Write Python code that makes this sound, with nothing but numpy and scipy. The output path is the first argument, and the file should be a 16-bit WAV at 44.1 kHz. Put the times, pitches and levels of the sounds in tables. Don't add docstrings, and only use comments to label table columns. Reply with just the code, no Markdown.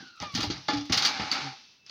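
import sys
import numpy as np
from scipy import signal
from scipy.fft import rfft, irfft, next_fast_len
from scipy.io import wavfile
from scipy.ndimage import map_coordinates

SR = 44100
rng = np.random.default_rng(int(sys.argv[2]) if len(sys.argv) > 2 else 0)


def digitize_waveform(pressure):
    field = np.atleast_2d(pressure).T
    bounded = np.clip(field, -1, 1)
    quanta = np.round(bounded * 32767).astype(np.int16)
    wavfile.write(sys.argv[1], SR, quanta)


N = 83790

# time in seconds, level in dB, jitter as a share of the pitch.
WHINE_CURVE = [(0, -51.5, .05), (.07, -53.5, 0.049), (.19, -58, 0.0297), (.246, -45, .006),
               (.29, -46.5, .006), (.346, -51.5, .006), (0.599, -67.5, 0.027), (1.0, -88, .017)]
# multiple of the pitch, level in dB.
WHINE_HARMONICS = [(1, 1.5), (2, -6), (3, -5)]
WHINE_HZ, COAST_S = 1603, .93
WHINE_FLUTTER_DB, WHINE_ECHO_DB = 2.5, -9
# time in seconds, level in dB.
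AIR_LEVEL = [(0, -50.5), (.14, -62), (.3, -50.5), (.65, -50.5), (.88, -52.5), (1.6, -54), (1.75, -60.5),
             (1.84, -69.5), (1.9, -53.5)]
# frequency in Hz, level in dB.
AIR_EQ = [(25, -37), (80, -17), (250, -19), (550, -13), (950, -9.5), (1900, -7), (2800, -0.5), (4700, 3),
          (6000, -0.5), (7500, -31), (15000, -40)]

# start in seconds, then hard clack, hollow knock and crisp edge levels in dB.
HITS = [(.003, -58, -52, -82), (0.073, -54, -81, -85), (0.157, -67, -79, -75), (0.201, -39.5, -45.5, -72),
        (.217, -43, -39.5, -66), (0.225, -45, -40, -69), (.321, -51, -70, -68), (.34, -40.5, -67, -63),
        (0.349, -26.5, -42.5, -51), (0.375, -32.5, -33, -56.5), (0.404, -28.5, -36.5, -52),
        (0.428, -28.5, -43, -52), (.501, -30, -41, -81.5), (0.576, -54, -52.5, -91), (0.682, -28, -31, -68),
        (0.701, -37, -32, -81), (0.731, -34, -36.5, -64.5), (0.77, -36, -41, -67), (.809, -46, -62, -82),
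        (0.852, -46.5, -65, -67), (0.896, -39.5, -33, -86), (0.9229, -17.5, -31, -42),
        (0.9728, -20, -41, -43.5), (1.022, -22.5, -57, -49.5), (1.049, -20, -54, -42),
        (1.057, -24, -57, -47), (1.195, -65, -31.5, -77), (1.3145, -27.5, -48, -49.5),
        (1.867, -53.5, -80, -95), (1.895, -40, -55, -88)]
# frequency in Hz, level in dB.
CLACK_EQ = [(60, -38), (300, -56), (550, -22), (800, -18.5), (1300, -8.5), (1800, -9), (2600, -8.5),
            (3200, -4), (3800, -1), (4700, 0.5), (5300, -4), (6000, -7), (7000, -18.5), (8100, -49),
            (16000, -48.5)]
HOLLOW_EQ = [(50, -36), (150, -5), (290, -0.5), (430, -13.5), (600, -6), (700, -10), (830, 0.5), (980, -11),
             (1200, -2), (1550, -11), (1800, -8.5), (2800, -11.5), (5000, -12.5), (9000, -65.5)]
EDGE_EQ = [(3000, -37.5), (7000, 10.5), (10000, 3), (13500, -4.5), (15300, 10), (16000, -6)]
CLACK_T60, HOLLOW_T60, EDGE_T60 = 0.17, 0.24, 0.13
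RATTLE_DB, RATTLE_PER_S = 1.3, 330
# frequency in Hz, level in dB, t60 in seconds.
LID_RING = [(2164, -9, 0.13), (3700, -3.5, 0.14), (3682, -1.5, 0.2), (3960, 5.5, 0.31), (3970, -27, 0.13),
            (4350, 4, 0.15), (4440, 2, 0.13), (4590, -5, 0.18), (4500, -2, 0.42), (4600, -8, 0.28),
            (5300, -3, .3), (5870, -10, 0.2)]
LID_DB = -20.5
# start in seconds, level in dB.
SNAP_HITS = [(0.2013, -28), (0.2243, -28), (0.259, -37.5), (0.271, -42.5), (.349, -27), (.579, -37.5),
             (0.81, -33), (0.8999, -29), (0.9226, -18), (0.9751, -17.5), (1.0497, -17.5), (1.086, -23.5),
             (1.864, -38)]
# frequency in Hz, level in dB.
SNAP_EQ = [(500, -17), (2500, -12.5), (4200, -3.5), (5200, 5), (6100, 1.5), (7500, -33.5), (16000, -42.5)]
SNAP_T60, SNAP_ATTACK_S = 0.011, 0.00043
# start in seconds, level in dB, pitch as a ratio to their modes.
CATCH_HITS = [(1.315, -14, 0.99), (1.895, -40, 0.94)]
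# frequency in Hz, level in dB, t60 in seconds.
CATCH_RING = [(4566, -3, 0.039), (4870, -11, 0.016), (4640, -14.5, .06)]

# start in seconds, level in dB, pitch in Hz, t60 in seconds.
BUMP_HITS = [(.004, -45, 215, .15), (.026, -38, 265, 0.069), (0.207, -41, 95, 0.27),
             (0.224, -29.5, 227, 0.034), (0.337, -33.5, 125, 0.091), (.351, -26, 240, 0.2),
             (0.375, -34, 113, 0.15), (0.387, -27, 303, 0.099), (0.415, -33, 84, 0.068),
             (0.433, -27, 295, 0.17), (0.468, -31, 90.1, 0.28), (.5, -19.5, 287, 0.055),
             (0.506, -37, 133.6, 0.18), (0.555, -42, 132.3, 0.31), (0.608, -58, 86.5, 0.13),
             (0.685, -25, 301, 0.13), (0.731, -31, 160, 0.053), (0.821, -54, 85, 0.24),
             (0.756, -34.5, 113, 0.17), (0.899, -17.5, 262, 0.053), (.9, -26, 95, 0.088),
             (0.963, -36, 136, 0.16), (1.196, -25, 213, 0.081), (1.206, -36.5, 88, 0.1),
             (1.314, -42, 253, 0.26)]
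BUMP_SIDE_DB, BUMP_ATTACK_S = -8.5, 0.002
# start in seconds, level in dB.
CLOSED_HITS = [(0.227, -31.5), (.44, -33)]
# frequency in Hz, level in dB, t60 in seconds.
CLOSED_RING = [(603, -7.5, 0.12), (826, 2, 0.11), (953, -3.5, 0.091)]
# start in seconds, upper modes in dB, deep mode in dB.
OPEN_HITS = [(.684, -25, -66.5), (.732, -50, -26.5)]
# frequency in Hz, level in dB, t60 in seconds.
OPEN_RING = [(842, -.5, 0.31), (845, -11.5, 0.5), (1110, -8, 0.16), (1195, 2, 0.086), (1350, -13, 0.31),
             (1390, -4, 0.17), (1732, -7.5, 0.25), (2097, -4, 0.084), (2560, -28, 0.24), (3490, -10, 0.46),
             (4490, -9.5, .2), (346, -2, .11), (598, -10, 0.15)]
DEEP_HZ, DEEP_HOLD_S, DEEP_T60 = 286, 0.044, 0.35
FLEX_HZ, FLEX_DB, FLEX_PER_S = 7.4, 1.6, 70

# time in seconds, level in dB.
DRAG_LEVEL = [(0, -105), (.33, -75), (.37, -55), (.45, -43.5), (.49, -59), (.56, -45.5), (.64, -63),
              (.9, -76), (.94, -37), (1.08, -32), (1.15, -35.5), (1.22, -35), (1.3, -39.5), (1.33, -31),
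              (1.39, -34), (1.47, -38.5), (1.6, -57.5), (1.9, -118)]
# frequency in Hz, level in dB.
DRAG_EQ = [(40, -26.5), (90, -11.5), (170, -8), (280, -1), (380, -8), (550, -10), (710, -5), (790, 1.5),
           (860, 2), (970, -4.5), (1350, 2), (1800, -4.5), (2250, -1), (3100, -6), (4600, -0.5), (5400, -6),
           (6400, -13.5), (8000, -37), (15000, -53)]
SLIPS_PER_S, SLIP_SPREAD_DB = 5000, 2
GROAN_START_S, GROAN_RISE_S, GROAN_FALL_S, GROAN_DB = 1.4, 0.062, 0.076, -39
GROAN_HZ, GROAN_SAG_HZ_PER_S, GROAN_OCTAVE_DB = 149.4, 162, -0.5
# frequency in Hz, width in Hz, level in dB.
SHELL_PEAKS = [(780, 15.6, 4.5), (845, 9.8, 1.5), (1464, 7.5, -6), (2134, 9.4, 2.5), (2290, 16, -3),
               (2860, 20, 4), (3700, 10, -6.5), (4590, 31, -8)]
# time in seconds, level in dB.
THIN_LEVEL = [(1.4, -78), (1.6, -66.5), (1.85, -71)]
THIN_HZ, THIN_SWELLS_PER_S = 2640, 16

# frequency in Hz, t60 in seconds.
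ROOM_DECAY = [(100, 0.23), (800, 0.32), (4000, 0.19), (7000, 0.088), (14000, 0.25)]
# frequency in Hz, level in dB.
FLOOR_EQ = [(25, -11), (90, 0), (250, 2.5), (600, -11.5), (1300, -10), (5000, -17), (8000, -33.5),
            (13000, -35), (15500, -24)]
ROOM_DB, FLOOR_DB = -8, -70.5
LOW_CUT_HZ, TOP_HZ = 57.6, 16300


def motor():
    times, dbs, jitters = np.transpose(WHINE_CURVE)
    jitter = np.interp(since(), times, jitters) * wobble(400)
    hz = WHINE_HZ * np.exp(-since() / COAST_S) * (1 + jitter)
    phase = 2 * np.pi * np.cumsum(hz) / SR
    tone = sum(amp(db + WHINE_FLUTTER_DB * wobble(91.4)) * np.sin(k * phase)
               for k, db in WHINE_HARMONICS)
    whine = amp(np.interp(since(), times, dbs)) * unit(tone)
    return whine + amp(WHINE_ECHO_DB) * room(whine)


def fan_air():
    return level(AIR_LEVEL) * coloured(rng.standard_normal(N), AIR_EQ)


def knocks():
    out = np.zeros(N)
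    times, *layers = np.transpose(HITS)
    for dbs, eq, t60 in zip(layers, (CLACK_EQ, HOLLOW_EQ, EDGE_EQ), (CLACK_T60, HOLLOW_T60, EDGE_T60)):
        power = sum(amp(db) ** 2 * fade(since(s), t60) ** 2 for s, db in zip(times, dbs))
        chatter = amp(RATTLE_DB * wobble(RATTLE_PER_S))
        out += np.sqrt(power) * coloured(chatter * rng.standard_normal(N), eq)
    return out


def lid():
    blows = np.zeros(N)
    for s, clack_db, _, _ in HITS:
        blows[round(s * SR)] += amp(clack_db + LID_DB)
    return signal.fftconvolve(blows, ring(0, LID_RING))[:N]


def snaps():
    envelope = sum(amp(db) * fade(since(s), SNAP_T60, SNAP_ATTACK_S) for s, db in SNAP_HITS)
    return envelope * coloured(rng.standard_normal(N), SNAP_EQ)


def catches():
    out = np.zeros(N)
    for s, db, ratio in CATCH_HITS:
        modes = [(hz * ratio, mode_db, t60) for hz, mode_db, t60 in CATCH_RING]
        out += amp(db) * ring(s, modes, attack_s=0.00028)
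    return out


def bumps():
    out = np.zeros(N)
    spacings = 0.224 * rng.uniform(0.32, 1.49, (len(BUMP_HITS), 2))
    for (s, db, hz, t60), (below, above) in zip(BUMP_HITS, spacings):
        neighbours = [(hz * ratio, BUMP_SIDE_DB, t60) for ratio in (1 - below, 1 + above)]
        out += amp(db) * ring(s, [(hz, 0, t60)] + neighbours, BUMP_ATTACK_S)
    return out


def tub():
    out = sum(amp(db) * ring(s, CLOSED_RING) for s, db in CLOSED_HITS)
    for s, upper_db, deep_db in OPEN_HITS:
        upper = sum(amp(db) * fade(since(s), t60) * flexing(hz, s) for hz, db, t60 in OPEN_RING)
        attack = 1 - np.exp(-since(s) / BUMP_ATTACK_S)
        decay = np.exp(-np.log(1000) * since(s + DEEP_HOLD_S) / DEEP_T60)
        out += amp(upper_db) * upper + amp(deep_db) * attack * decay * flexing(DEEP_HZ, s)
    return out


def flexing(hz, s):
    drift = np.cumsum(FLEX_HZ * wobble(FLEX_PER_S) * (since(s) > 0)) / SR
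    return amp(FLEX_DB * wobble(FLEX_PER_S)) * np.sin(2 * np.pi * (hz * since(s) + drift))


def drag():
    slips = (rng.random(N) < SLIPS_PER_S / SR) * rng.choice([-1, 1], N)
    sizes = amp(SLIP_SPREAD_DB * np.minimum(rng.exponential(size=N), 4))
    return level(DRAG_LEVEL) * coloured(slips * sizes, DRAG_EQ)


def groan():
    t = since(GROAN_START_S)
    phase = 2 * np.pi * np.cumsum(GROAN_HZ - GROAN_SAG_HZ_PER_S * t) / SR
    force = np.interp(t, [0, GROAN_RISE_S, GROAN_RISE_S + GROAN_FALL_S], [0, 1, 0])
    octave = amp(GROAN_OCTAVE_DB) * force ** 2 * np.sin(2 * phase)
    return amp(GROAN_DB) * (force * np.sin(phase) + octave)


def shell(x):
    return filtered(x, lambda f: 1 + sum(amp(db) * 1j * f * width / (hz * hz - f * f + 1j * f * width)
                                         for hz, width, db in SHELL_PEAKS))


def thin_tone():
    phase = 2 * np.pi * THIN_HZ * since()
    tone = wobble(THIN_SWELLS_PER_S) * np.sin(phase) + wobble(THIN_SWELLS_PER_S) * np.cos(phase)
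    return level(THIN_LEVEL) * unit(tone)


def room(x):
    hz, t, spectrum = signal.stft(rng.standard_normal(SR // 2), SR, nperseg=256)
    decay = np.exp(-np.log(1000) * t / along(ROOM_DECAY, hz)[:, None])
    tail = signal.istft(spectrum * decay, SR, nperseg=256)[1]
    return signal.fftconvolve(x, tail / np.linalg.norm(tail))[:N]


def amp(db):
    return 10 ** (np.asarray(db) / 20)


def unit(x):
    return x / np.sqrt(np.mean(x ** 2) + 1e-20)


def along(points, hz):
    f, v = np.transpose(points)
    return np.interp(np.log(hz + 1), np.log(f + 1), v)


def since(s=0):
    return np.maximum(np.arange(N) / SR - s, 0)


def level(rows):
    return amp(np.interp(since(), *np.transpose(rows)))


def wobble(rate):
    return map_coordinates(rng.standard_normal(int(N * rate / SR) + 4), [since() * rate])


def filtered(x, response):
    size = next_fast_len(N + 8192)
    return irfft(rfft(x, size) * response(np.fft.rfftfreq(size, 1 / SR)), size)[:N]


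def coloured(x, eq):
    return unit(filtered(x, lambda hz: amp(along(eq, hz))))


def fade(t, t60, attack_s=0.0011):
    return (1 - np.exp(-t / attack_s)) * np.exp(-np.log(1000) * t / t60)


def ring(s, modes, attack_s=0.0004):
    t = since(s)
    return sum(amp(db) * fade(t, t60, attack_s) * np.sin(2 * np.pi * hz * t) for hz, db, t60 in modes)


def scene():
    contacts = shell(knocks()) + snaps() + catches() + bumps()
    room_tone = amp(FLOOR_DB) * coloured(rng.standard_normal(N), FLOOR_EQ)
    vacuum = motor() + fan_air()
    handling = contacts + lid() + tub() + shell(drag()) + groan() + thin_tone()
    return (vacuum + handling + amp(ROOM_DB) * room(contacts) + room_tone)[None]


def record(dry):
    low_cut = signal.butter(4, LOW_CUT_HZ, "high", fs=SR, output="sos")
    return filtered(signal.sosfilt(low_cut, dry[0]), lambda hz: hz < TOP_HZ)[None]


dry = scene()
out = record(dry)
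digitize_waveform(out)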